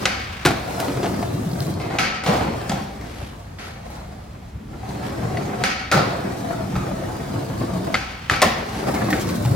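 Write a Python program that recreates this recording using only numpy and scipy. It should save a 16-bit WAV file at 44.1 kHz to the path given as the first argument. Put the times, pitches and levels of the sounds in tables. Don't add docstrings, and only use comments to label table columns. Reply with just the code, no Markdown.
import sys
import numpy as np
from scipy import signal
from scipy.fft import rfft, irfft, next_fast_len
from scipy.io import wavfile
from scipy.ndimage import uniform_filter1d, minimum_filter1d, map_coordinates

SR = 44100
rng = np.random.default_rng(int(sys.argv[2]) if len(sys.argv) > 2 else 0)


def master_out(mix):
    frames = np.transpose(np.atleast_2d(mix))
    ceiling = np.clip(frames, -1, 1)
    pcm = np.round(ceiling * 32767).astype(np.int16)
    wavfile.write(sys.argv[1], SR, pcm)


N = 421155

# start in seconds,
# level in dB, snap centre in Hz, snap t60 in seconds, wooden knock in Hz,
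# ring over the walls' usual answer in dB.
POPS = [(.055, -11, 3400, 0.037, 2050, 5), (1.986, -10.5, 3020, 0.015, 2480, 7.5),
        (2.695, -23.5, 5600, 0.048, 4920, 4), (3.586, -37, 2310, 0.081, 2320, 8.5),
        (5.371, -20, 2200, 0.022, 1980, -2), (5.638, -8, 3597, 0.018, 1510, 7),
        (7.9428, -8, 2550, 0.035, 2075, 5.5), (7.953, -16, 2100, 0.031, 1390, 3.5),
        (8.298, -8, 1750, 0.012, 1735, 5), (8.335, -20.5, 2112, 0.074, 1540, 6),
        (9.128, -18, 1600, 0.051, 1880, 3)]
# frequency in Hz, density in dB per Hz.
SNAP_COLOUR = [(60, -14), (200, -7), (700, -19), (1400, 11), (2400, 5), (4500, 0.5), (7500, 2),
               (16000, -16)]
# frequency in Hz, density in dB per Hz.
WALL_COLOUR = [(60, -38), (200, 4), (450, -4), (1000, -4), (1400, 1), (2400, -0.5), (3000, -3.5),
               (4800, -9.5), (6000, -7), (8000, -16), (11000, -17.5), (16000, -32)]
# delay in seconds, level over the ring in dB.
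ECHOES = [(.06, -9), (.15, -13)]


def pops(air_hz=5000):
    out = np.zeros((2, N))
    for s, db, snap_hz, t60, knock_hz, wet_db in POPS:
        def snap_db(hz):
            octaves = np.log2((hz + 100) / snap_hz)
            return along(SNAP_COLOUR, hz) - np.minimum(16, 6 * octaves ** 2)

        def ring_db(hz):
            brightness = 1.1 * np.log2(snap_hz / 2800) * np.log2(1 + hz / 1000)
            return along(WALL_COLOUR, hz) + humps(DECK_MODES, hz) + brightness

        def echo_colour_db(hz):
            return ring_db(hz) - (hz / air_hz) ** 2

        snap = amp(db) * burst(snap_db, t60)
        ring = np.linalg.norm(snap) * wetness(s) * amp(wet_db)
        add(out, s, snap + amp(db) * wood(knock_hz, t60))
        add(out, s, ring * reverberation(ring_db))
        for delay, echo_db in ECHOES:
            add(out, s + delay, ring * amp(echo_db) * reverberation(echo_colour_db))
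    return out


# frequency in Hz, width in Hz (for the walls' colour only), strength in dB.
DECK_MODES = [(537, 23, 11), (761, 87, 13.5), (1314, 53, 12), (1530, 77, 5), (1890, 48, 4.5),
              (2233, 61, 10.5), (2490, 46, 5), (3420, 86, -1.5), (4100, 64, 2), (4450, 100, 10),
              (4830, 170, 9)]
KNOCK_DB = -5.5
MODES_DB = -9


def wood(knock_hz, t60, mode_t60=0.079, detune=.02):
    t = np.arange(SR // 3) / SR

    def ring(hz, db, life):
        return amp(db - 60 * t / life) * np.sin(2 * np.pi * hz * t)

    chance = rng.standard_normal((len(DECK_MODES), 2))
    modes = 0
    for k, ((hz, _, db), (shift, gain)) in enumerate(zip(DECK_MODES, chance)):
        modes = modes + (-1) ** k * ring(hz * (1 + detune * shift), db + 2 * gain, mode_t60)
    knock = np.sqrt(2) * ring(knock_hz, 0, t60 * 1.17)
    matched_modes = modes * np.linalg.norm(knock) / np.linalg.norm(modes)
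    return amp(KNOCK_DB) * knock + amp(MODES_DB) * matched_modes


# start in seconds, level in dB, tilt in dB per octave,
# weight in the bass in dB, clatter t60 in seconds, ring in Hz, ring over the clatter in dB.
LANDINGS = [(0.4501, -6.5, 2, -2, 0.059, 1700, -13), (0.453, -13, -4, -6, 0.029, 360, 2),
            (0.459, -10, 4, -3, 0.036, 2214, -14), (0.465, -16, 0.5, 0, 0.038, 1398, -0.5),
            (0.470, -11, 1.5, 6, 0.08, 687, -2.5), (0.505, -22, 1, 2, .08, 670, 2.5),
            (1.03, -18.5, 1, -3, 0.066, 400, 0.5), (1.044, -26, 1, -2, 0.07, 685, 4),
            (1.058, -23, 2, 6, 0.07, 476, 1), (2.262, -18.5, 0.5, -1.5, 0.15, 754, -8),
            (2.295, -23.5, -0.5, -6, 0.09, 825, -4), (2.335, -24.5, -0.5, 0, 0.061, 834, -2),
            (2.377, -27.5, 0.5, 2, 0.07, 697, -3), (5.915, -16, 2, -9, 0.06, 1740, -10),
            (5.922, -14.5, -0.5, -6, 0.06, 1340, 0), (5.928, -21, 0, -3, 0.06, 1110, 2),
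            (5.943, -19, 1.5, 8, 0.062, 535, -0.5), (5.968, -19, 0, -6, 0.06, 775, -3),
            (8.311, -18, 1.5, 6, 0.098, 1160, -5), (8.358, -28, 3.5, 2, .06, 1140, -6),
            (8.418, -6.5, 2.5, -23, 0.046, 1804, -8), (8.422, -11.5, 2, -11, 0.05, 633, -2),
            (8.429, -13, 0, -17, 0.046, 1050, -3), (8.433, -15, 0, -3, 0.062, 700, -1),
            (8.445, -23, 1, 4, 0.11, 1345, -1)]


def landings():
    out = np.zeros((2, N))
    for s, db, tilt, weight_db, t60, hz, ring_db in LANDINGS:
        blow = amp(db) * strike(tilt, t60, hz, ring_db, weight_db)
        add(out, s, blow)
        add(out, s, wetness(s) * wash(blow))
    return out


def wash(blow, blur=.07, level_db=3.0):
    grid = np.fft.rfftfreq(len(blow), 1 / SR)
    energy = np.cumsum(np.abs(rfft(blow)) ** 2)

    def colour_db(hz):
        half = blur * hz + 10
        power = (np.interp(hz + half, grid, energy) - np.interp(hz - half, grid, energy)) / half
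        return 10 * np.log10(np.abs(power) + 1e-12)

    return amp(level_db) * np.linalg.norm(blow) * reverberation(colour_db, build=0.0067)


RING_S = 0.089
SAG, SAG_S = 0.1, 0.0046


def strike(tilt, t60, hz, ring_db, weight_db=0, attack=0.0007, waver=0.49):
    clatter = slam(tilt, t60, weight_db)
    t = np.arange(len(clatter)) / SR
    pitch = hz * (1 + SAG * np.exp(-t / SAG_S))
    phase = 2 * np.pi * np.cumsum(pitch) / SR + waver * wobble(204, len(t))
    envelope = amp(ring_db - 60 * t / RING_S) * (1 - np.exp(-t / attack))
    return clatter + np.sqrt(2) * envelope * np.sin(phase)


# frequency in Hz, density in dB per Hz.
SLAM_COLOUR = [(30, -52), (80, 5), (180, 0.5), (330, 0.5), (700, -2.5), (1050, -4), (1400, -7.5),
               (2400, -9.5), (4500, -13), (7500, -20), (16000, -29.5)]
# frequency in Hz, width in Hz, strength in dB.
LOADED_DECK = [(340, 39, 3), (730, 180, 1.5), (935, 97, -1), (1300, 450, 3.5), (2120, 740, 4),
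               (4100, 230, 2)]


def slam(tilt, t60, weight_db=0):
    def colour_db(hz):
        contact_db = tilt * np.log2(1 + hz / 500) + weight_db / (1 + (hz / 350) ** 4)
        return along(SLAM_COLOUR, hz) + humps(LOADED_DECK, hz) + contact_db

    return burst(colour_db, t60)


def burst(colour_db, t60, bass_hz=700, linger=2.44, rattle_db=5.5):
    t = np.arange(SR // 3) / SR
    phases = np.exp(2j * np.pi * rng.random(len(t) // 2 + 1))
    noise = irfft(phases * amp(colour_db(np.fft.rfftfreq(len(t), 1 / SR))), len(t))
    noise = unit(noise * amp(rattle_db * np.tanh(wobble(325, len(t)))))
    low = filtered(noise, lambda hz: 1 / (1 + (hz / bass_hz) ** 2))
    return (noise - low) * amp(-60 * t / t60) + low * amp(-60 * t / (t60 * linger))


# start in seconds, level in dB, tilt in dB per octave,
# ring in Hz, ring over the knock in dB.
KNOCKS = [(0.801, -24.5, 4.5, 2450, -10), (.882, -25.5, -2, 281, 6.5), (.972, -29.5, -0.5, 390, 7),
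          (1.227, -27.5, 0.5, 688, 8), (1.799, -32, 0.5, 696, -2), (1.903, -28, -2, 765, -6),
          (2.237, -28, 2.5, 770, -2), (2.41, -23, -3, 730, -3.5), (2.479, -27.5, -2.5, 530, -4),
          (2.608, -33, 0.5, 1590, -5), (2.696, -22, 2, 180, 1), (2.717, -26, 2.5, 778, 4),
          (3.012, -38, 1, 250, 2), (3.901, -40.5, 4, 780, 0), (4.831, -37.5, -7, 750, 3),
          (6.53, -33, -10, 1310, 1), (6.755, -22.5, -2, 1290, -3.5), (7.34, -27.5, -12, 688, -0.5),
          (8.942, -25.5, 6.5, 399, -11), (8.961, -25.5, -3, 2094, -4), (9.045, -28, 2, 325, 5),
          (9.104, -24, 8.5, 1818, -2), (9.29, -24, 5, 1094, -9), (9.45, -23.5, 5, 817.7, -3)]
STRAY_RATE = 19
STRAY_DB, STRAY_SPREAD_DB = -11.5, -1.3
STRAY_LOW_HZ, STRAY_HIGH_HZ = 245, 808
STRAY_RING_DB, STRAY_TILT = -1.5, -1.7


def knocks(t60=0.063, room_db=1.5, count=16):
    out, t = np.zeros(N), np.arange(N) / SR
    rings_hz = np.geomspace(STRAY_LOW_HZ, STRAY_HIGH_HZ, count)
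    shapes = [strike(STRAY_TILT, t60, hz, STRAY_RING_DB) for hz in rings_hz]
    for k, (when, size, spot) in enumerate(rng.random((int(STRAY_RATE * N / SR), 3))):
        gain = amp(STRAY_DB + STRAY_SPREAD_DB * np.log(size + .02))
        add(out, (k + when) / STRAY_RATE, gain * shapes[int(spot * count)])
    out = out * ride(t)[1]
    for s, db, tilt, hz, ring_db in KNOCKS:
        add(out, s, amp(db) * strike(tilt, t60, hz, ring_db))
    return out + amp(room_db) * courtyard(out * wetness(t))[:, :N]


# start in seconds, level in dB, pitch in Hz, t60 in seconds.
THUMPS = [(0.453, -17, 104, .11), (1.338, -12, 147, 0.11), (1.40, -10.5, 260.3, 0.08),
          (1.462, -6, 160.7, 0.073), (1.53, -7, 169, 0.066), (1.605, -5, 141, 0.074),
          (1.659, -9, 142, 0.091), (1.703, -10, 176, 0.078), (1.769, -16.5, 147.2, .14),
          (2.281, -7.5, 196.8, 0.19), (2.35, -15, 280, .08), (2.475, -13.5, 198.4, 0.15),
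          (2.699, -17, 145.3, 0.3), (3.222, -16, 86, 0.1), (4.542, -15.5, 109.8, 0.084),
          (5.637, -15, 203, .09), (5.939, -10.5, 159.3, 0.29), (6.76, -8.5, 112.9, 0.08),
          (7.943, -19, 202, .07), (8.46, -7.5, 238, 0.078), (9.124, -6.5, 268, 0.068),
          (9.452, -7, 123.1, 0.23), (9.508, -9, 135, .15)]


def thumps(attack=0.0069):
    out, t = np.zeros(N), np.arange(SR // 2) / SR
    for s, db, hz, t60 in THUMPS:
        swing = np.sin(2 * np.pi * hz * t + 1.85 * wobble(59.4, len(t)))
        add(out, s, amp(db - 60 * t / t60) * (1 - np.exp(-t / attack)) * swing)
    return out


# frequency in Hz, density in dB per Hz.
RUMBLE_COLOUR = [(30, -31), (80, -7), (125, 0), (190, -4.5), (235, -4.5), (290, -3.5), (420, -10.5),
                 (700, -21), (1500, -52)]
# frequency in Hz, width in Hz, strength in dB.
DECK_FLEX = [(111.6, 33, 4), (192.5, 19, 7.5), (280, 26, 2), (364, 51, 6.5)]
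# frequency in Hz, density in dB per Hz.
ROAR_COLOUR = [(150, -20), (350, -19), (480, -1), (750, -1.5), (1000, -7.5), (1500, -12), (2300, -17.5),
               (4000, -36), (8000, -64)]
# frequency in Hz, width in Hz, strength in dB.
WHEEL_MODES = [(540, 85, 0.5), (678, 39, 6.5), (1190, 250, 2.5), (1700, 120, 2)]
# frequency in Hz, density in dB per Hz.
GRIT_COLOUR = [(700, -7), (2000, 4.5), (4200, 10.5), (7000, 5), (16000, -6)]
# frequency in Hz, density in dB per Hz.
SAND_COLOUR = [(2000, -22), (8000, 0), (16000, -3)]
# time in seconds, pitch ratio.
GLIDE = [(0, 1.01), (.6, 1.034), (1.25, 1), (1.55, 1.04), (1.8, 0.86), (1.9, 1.016), (2.7, 1.043),
         (5.4, 1.09), (6.3, 1), (7.1, .98), (7.9, 0.96), (8.6, 1.215), (9.1, 1), (9.55, 0.8)]
RUMBLE_DB, ROAR_DB = 1, 3
GRIT_DB, GRIT_GROWS = -16.5, 0.78
SAND_DB = -18
GRIT_NEAR_DB, SAND_NEAR_DB = 1, 4.5


def rolling():
    t, jolts = np.arange(N) / SR, paving()
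    rumble, roar = ride(t)
    grit_level = roar ** GRIT_GROWS * amp(GRIT_DB - GRIT_NEAR_DB * remoteness(t))
    travel = np.cumsum(curve(GLIDE)) % N

    def shaken(depth):
        return rng.standard_normal((2, N)) * np.sqrt(1 + (depth * jolts) ** 2)

    def gliding(pair):
        return np.array([np.interp(travel, np.arange(N), side) for side in pair])

    deck = diffuse(patchy(shaken(0.61), depth_db=1.72),
                   lambda hz: along(RUMBLE_COLOUR, hz) + humps(DECK_FLEX, hz))
    wheels = diffuse(patchy(shaken(0.83), depth_db=3.0),
                     lambda hz: along(ROAR_COLOUR, hz) + humps(WHEEL_MODES, hz))
    out = amp(RUMBLE_DB) * rumble * gliding(deck) + amp(ROAR_DB) * roar * gliding(wheels)
    out += grit_level * diffuse(patchy(shaken(0.58), depth_db=4.0), lambda hz: along(GRIT_COLOUR, hz))
    sand = diffuse(shaken(0.71) * amp(1.5 * wobble(700)), lambda hz: along(SAND_COLOUR, hz))
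    return out + roar * amp(SAND_DB - SAND_NEAR_DB * remoteness(t)) * sand


# time in seconds, deck rumble in dB and wheel roar in dB, both before push, lift and trims.
ROLLS = [
    [(0, -31, -33.5), (0.6, -36.5, -36.5), (0.8, -29, -29.5), (1.25, -25.5, -35.5), (1.704, -29.5, -37.5),
     (1.886, -29, -37.5), (1.95, -33.5, -37.5)],
    [(2.33, -35, -25), (2.42, -26, -29.5), (2.5, -31, -37.5), (2.66, -38, -36), (2.72, -29.5, -31.5),
     (2.9, -38, -41.5), (3.334, -43.5, -47.5), (3.4, -52, -44.5)],
    [(3.6, -49, -50), (3.78, -60, -47.5), (3.97, -51, -42), (4.096, -50, -48), (4.5, -55, -55)],
    [(4.6, -46, -74), (4.7, -42, -51), (4.9, -32, -36.5), (5.378, -25.5, -33), (5.6, -30, -34.5)],
    [(6.3, -28.5, -34), (7.558, -29.5, -35), (7.782, -25, -34), (7.88, -31, -36.5)],
    [(8.6, -36, -38.5), (8.93, -26.5, -30), (9.184, -24.5, -29.5), (9.374, -24.5, -33.5), (9.42, -24, -34)],
]
PUSH_DB, PUSH_S = 5.5, 0.027
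LIFT_DB_PER_S, SETTLE_S = 181, 0.049


def ride(t):
    s, *levels = np.transpose(np.concatenate(ROLLS))
    load_db = 0
    for start, end, _ in FLIGHTS:
        times = [start - PUSH_S, start, end, end + SETTLE_S]
        load_db = load_db + np.interp(t, times, [0, PUSH_DB, -LIFT_DB_PER_S * (end - start), 0])
    return [amp(np.interp(t, s, db) + load_db) for db in levels]


def paving(joint_rate=42, life=0.02):
    times = np.cumsum(rng.gamma(2, 1 / (2 * joint_rate), size=800))
    index = (times[times < N / SR] * SR).astype(int)
    kicks = np.bincount(index, rng.rayleigh(size=800)[:len(index)], N)
    return unit(signal.lfilter([1], [1, -np.exp(-1 / (life * SR))], kicks))


def patchy(pair, depth_db):
    z = signal.stft(pair, nperseg=2048)[2]
    field = uniform_filter1d(rng.standard_normal(z.shape[1:]), size=3, axis=0)
    field = uniform_filter1d(field, size=4, axis=1)
    return signal.istft(z * amp(depth_db * unit(field)), nperseg=2048)[1][:, :N]


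# start in seconds, end in seconds, bearing whirr in dB.
FLIGHTS = [(0.031, .45, -35.5), (1.952, 2.231, -59), (5.619, 5.93, -44), (7.941, 8.41, -39.5)]
# frequency in Hz, density in dB per Hz.
WHIRR_COLOUR = [(300, 3), (1000, 9), (2500, 7.5), (4500, 0), (6000, -5), (10000, -15), (16000, -16)]


def bearings(fade_db=200):
    t = np.arange(N) / SR
    level = sum(amp(db - fade_db * np.abs(t - np.clip(t, start, end))) for start, end, db in FLIGHTS)
    noise = rng.standard_normal((2, N)) * amp(1.5 * wobble(160))
    return level * diffuse(noise, lambda hz: along(WHIRR_COLOUR, hz))


# start in seconds, level in dB.
TICKS = [(1.515, -35), (1.532, -30), (1.604, -23), (1.625, -34), (1.667, -33), (1.738, -33), (1.816, -37)]
# frequency in Hz, density in dB per Hz.
TICK_COLOUR = [(1500, -22), (3000, -8), (4400, 6), (7000, -10), (16000, -9)]


def ticks(t60=0.024):
    out = np.zeros(N)
    for s, db in TICKS:
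        add(out, s, amp(db) * burst(lambda hz: along(TICK_COLOUR, hz), t60))
    return out


# start in seconds, length in seconds, level in dB.
SCUFFS = [(2.981, 0.42, -39.5), (3.58, 0.18, -39.5), (5.019, .11, -36.5), (8.677, 0.21, -34)]
# frequency in Hz, density in dB per Hz.
SCUFF_COLOUR = [(600, 12), (2000, 8.5), (4500, 2), (7500, -6), (12000, -7), (16000, -24)]


def scuffs(grain_db=2.0):
    out = np.zeros((2, N))
    for s, length, db in SCUFFS:
        n = int(length * SR)
        grains = rng.standard_normal((2, n)) * amp(grain_db * wobble(239.0, n))
        rub = diffuse(grains, lambda hz: along(SCUFF_COLOUR, hz))
        add(out, s, amp(db) * np.sin(np.pi * np.arange(n) / n) * rub)
    return out


# time in seconds, direction in degrees to the right, distance in metres.
PATH = [(0, -4.5, 7.8), (.5, -6, 4.5), (1.0, 7.5, 4.6), (1.7, 16, 1.6), (1.8, -9, 19.65), (2.7, -8.5, 9),
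        (3.6, 21, 16.6), (5.4, -6.5, 14.7), (6.2, -9, 10.6), (8.0, -9.5, 7), (8.45, -5.5, 6.24),
        (9.0, 13, 6.3), (9.55, 12, 2.38)]


def ports(pair, spacing=0.08):
    lag = spacing * np.sin(np.radians(curve([row[:2] for row in PATH]))) * SR / 343
    return np.array([map_coordinates(side, [np.arange(N) - sign * lag / 2], mode="nearest")
                     for side, sign in zip(pair, (1, -1))])


def remoteness(s):
    times, _, metres = np.transpose(PATH)
    return np.log2(np.maximum(np.interp(s, times, metres), 1) / 10)


ROOM_DB, ROOM_GROWS_DB = -1, 7


def wetness(s):
    return amp(ROOM_DB + ROOM_GROWS_DB * remoteness(s))


def courtyard(x):
    return signal.fftconvolve(x[None], reverberation(np.zeros_like), axes=1)


# frequency in Hz, t60 in seconds.
YARD_DECAY = [(100, 0.77), (300, 0.86), (800, 0.82), (2000, 0.83), (4800, 0.72), (8000, 0.35),
              (14000, 0.33)]


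def reverberation(colour_db, build=0.0034):
    hz, t, z = signal.stft(diffuse(rng.standard_normal((2, SR)), colour_db), SR, nperseg=256)
    decay = amp(-60 * t / along(YARD_DECAY, hz)[:, None])
    tail = signal.istft(z * decay, SR, nperseg=256)[1][:, :SR]
    tail = tail * (1 - np.exp(-np.arange(SR) / SR / build))
    return tail / np.linalg.norm(tail[0])


# frequency in Hz, coherence from 0 to 1.
ALIKE = [(60, 0.99), (130, 1), (220, 0.94), (380, 0.3), (650, 0.092), (1400, 0.025), (3000, 0.51),
         (7000, 0.088), (15000, 0.017)]


def diffuse(pair, colour_db):
    def mid_side(hz):
        turn = np.arccos(np.clip(along(ALIKE, hz), -1, 1)) / 2
        return amp(colour_db(hz)) * [np.cos(turn), np.sin(turn)]

    mid, side = filtered(pair, mid_side)
    return unit(np.array([mid + side, mid - side]))


# frequency in Hz, density in dB per Hz.
TOWN_COLOUR = [(20, -34), (35, -5), (52, -1.5), (70, 2), (140, -5.5), (210, -7), (330, -18), (800, -22.5),
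               (2000, -30.5), (6000, -41.5), (16000, -50)]


def town():
    noise = rng.standard_normal((2, N))
    return amp(-37.0 + wobble(3.8)) * diffuse(noise, lambda hz: along(TOWN_COLOUR, hz))


def amp(db):
    return 10 ** (np.asarray(db) / 20)


def unit(x):
    return x / np.sqrt(np.mean(x ** 2) + 1e-20)


def along(points, hz):
    f, v = np.transpose(points)
    return np.interp(np.log(hz + 1), np.log(f), v)


def humps(resonances, hz):
    return sum(db / (1 + (2 * (hz - centre) / width) ** 2) for centre, width, db in resonances)


def curve(rows):
    return np.interp(np.arange(N) / SR, *np.transpose(rows))


def wobble(rate, size=N):
    knots = rng.standard_normal(int(size * rate / SR) + 4)
    return map_coordinates(knots, [np.arange(size) * rate / SR])


def filtered(x, response):
    n = x.shape[-1]
    m = next_fast_len(n + SR // 10, True)
    return irfft(rfft(x, m) * response(np.fft.rfftfreq(m, 1 / SR)), m)[..., :n]


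def add(track, s, sound):
    part = track[..., round(s * SR):][..., :sound.shape[-1]]
    part += sound[..., :part.shape[-1]]


def scene(left_db=0.5):
    board = pops() + bearings() + landings() + knocks() + ticks() + thumps() + scuffs() + rolling()
    return ports(board) * amp([[left_db], [-left_db]]) + town()


LOW_CUT_HZ, TOP_HZ = 41, 16100
CEILING_DB = -1


def record(dry, hold=0.0011):
    low_cut = signal.butter(3, LOW_CUT_HZ, "highpass", fs=SR, output="sos")
    heard = signal.sosfilt(low_cut, dry)
    span = max(int(hold * SR), 2)
    need = np.minimum(1, amp(CEILING_DB) / (np.abs(heard).max(axis=0) + 1e-9))
    gain = uniform_filter1d(minimum_filter1d(need, span), span)
    return filtered(heard * gain, lambda hz: hz < TOP_HZ)


dry = scene()
out = record(dry)
master_out(out)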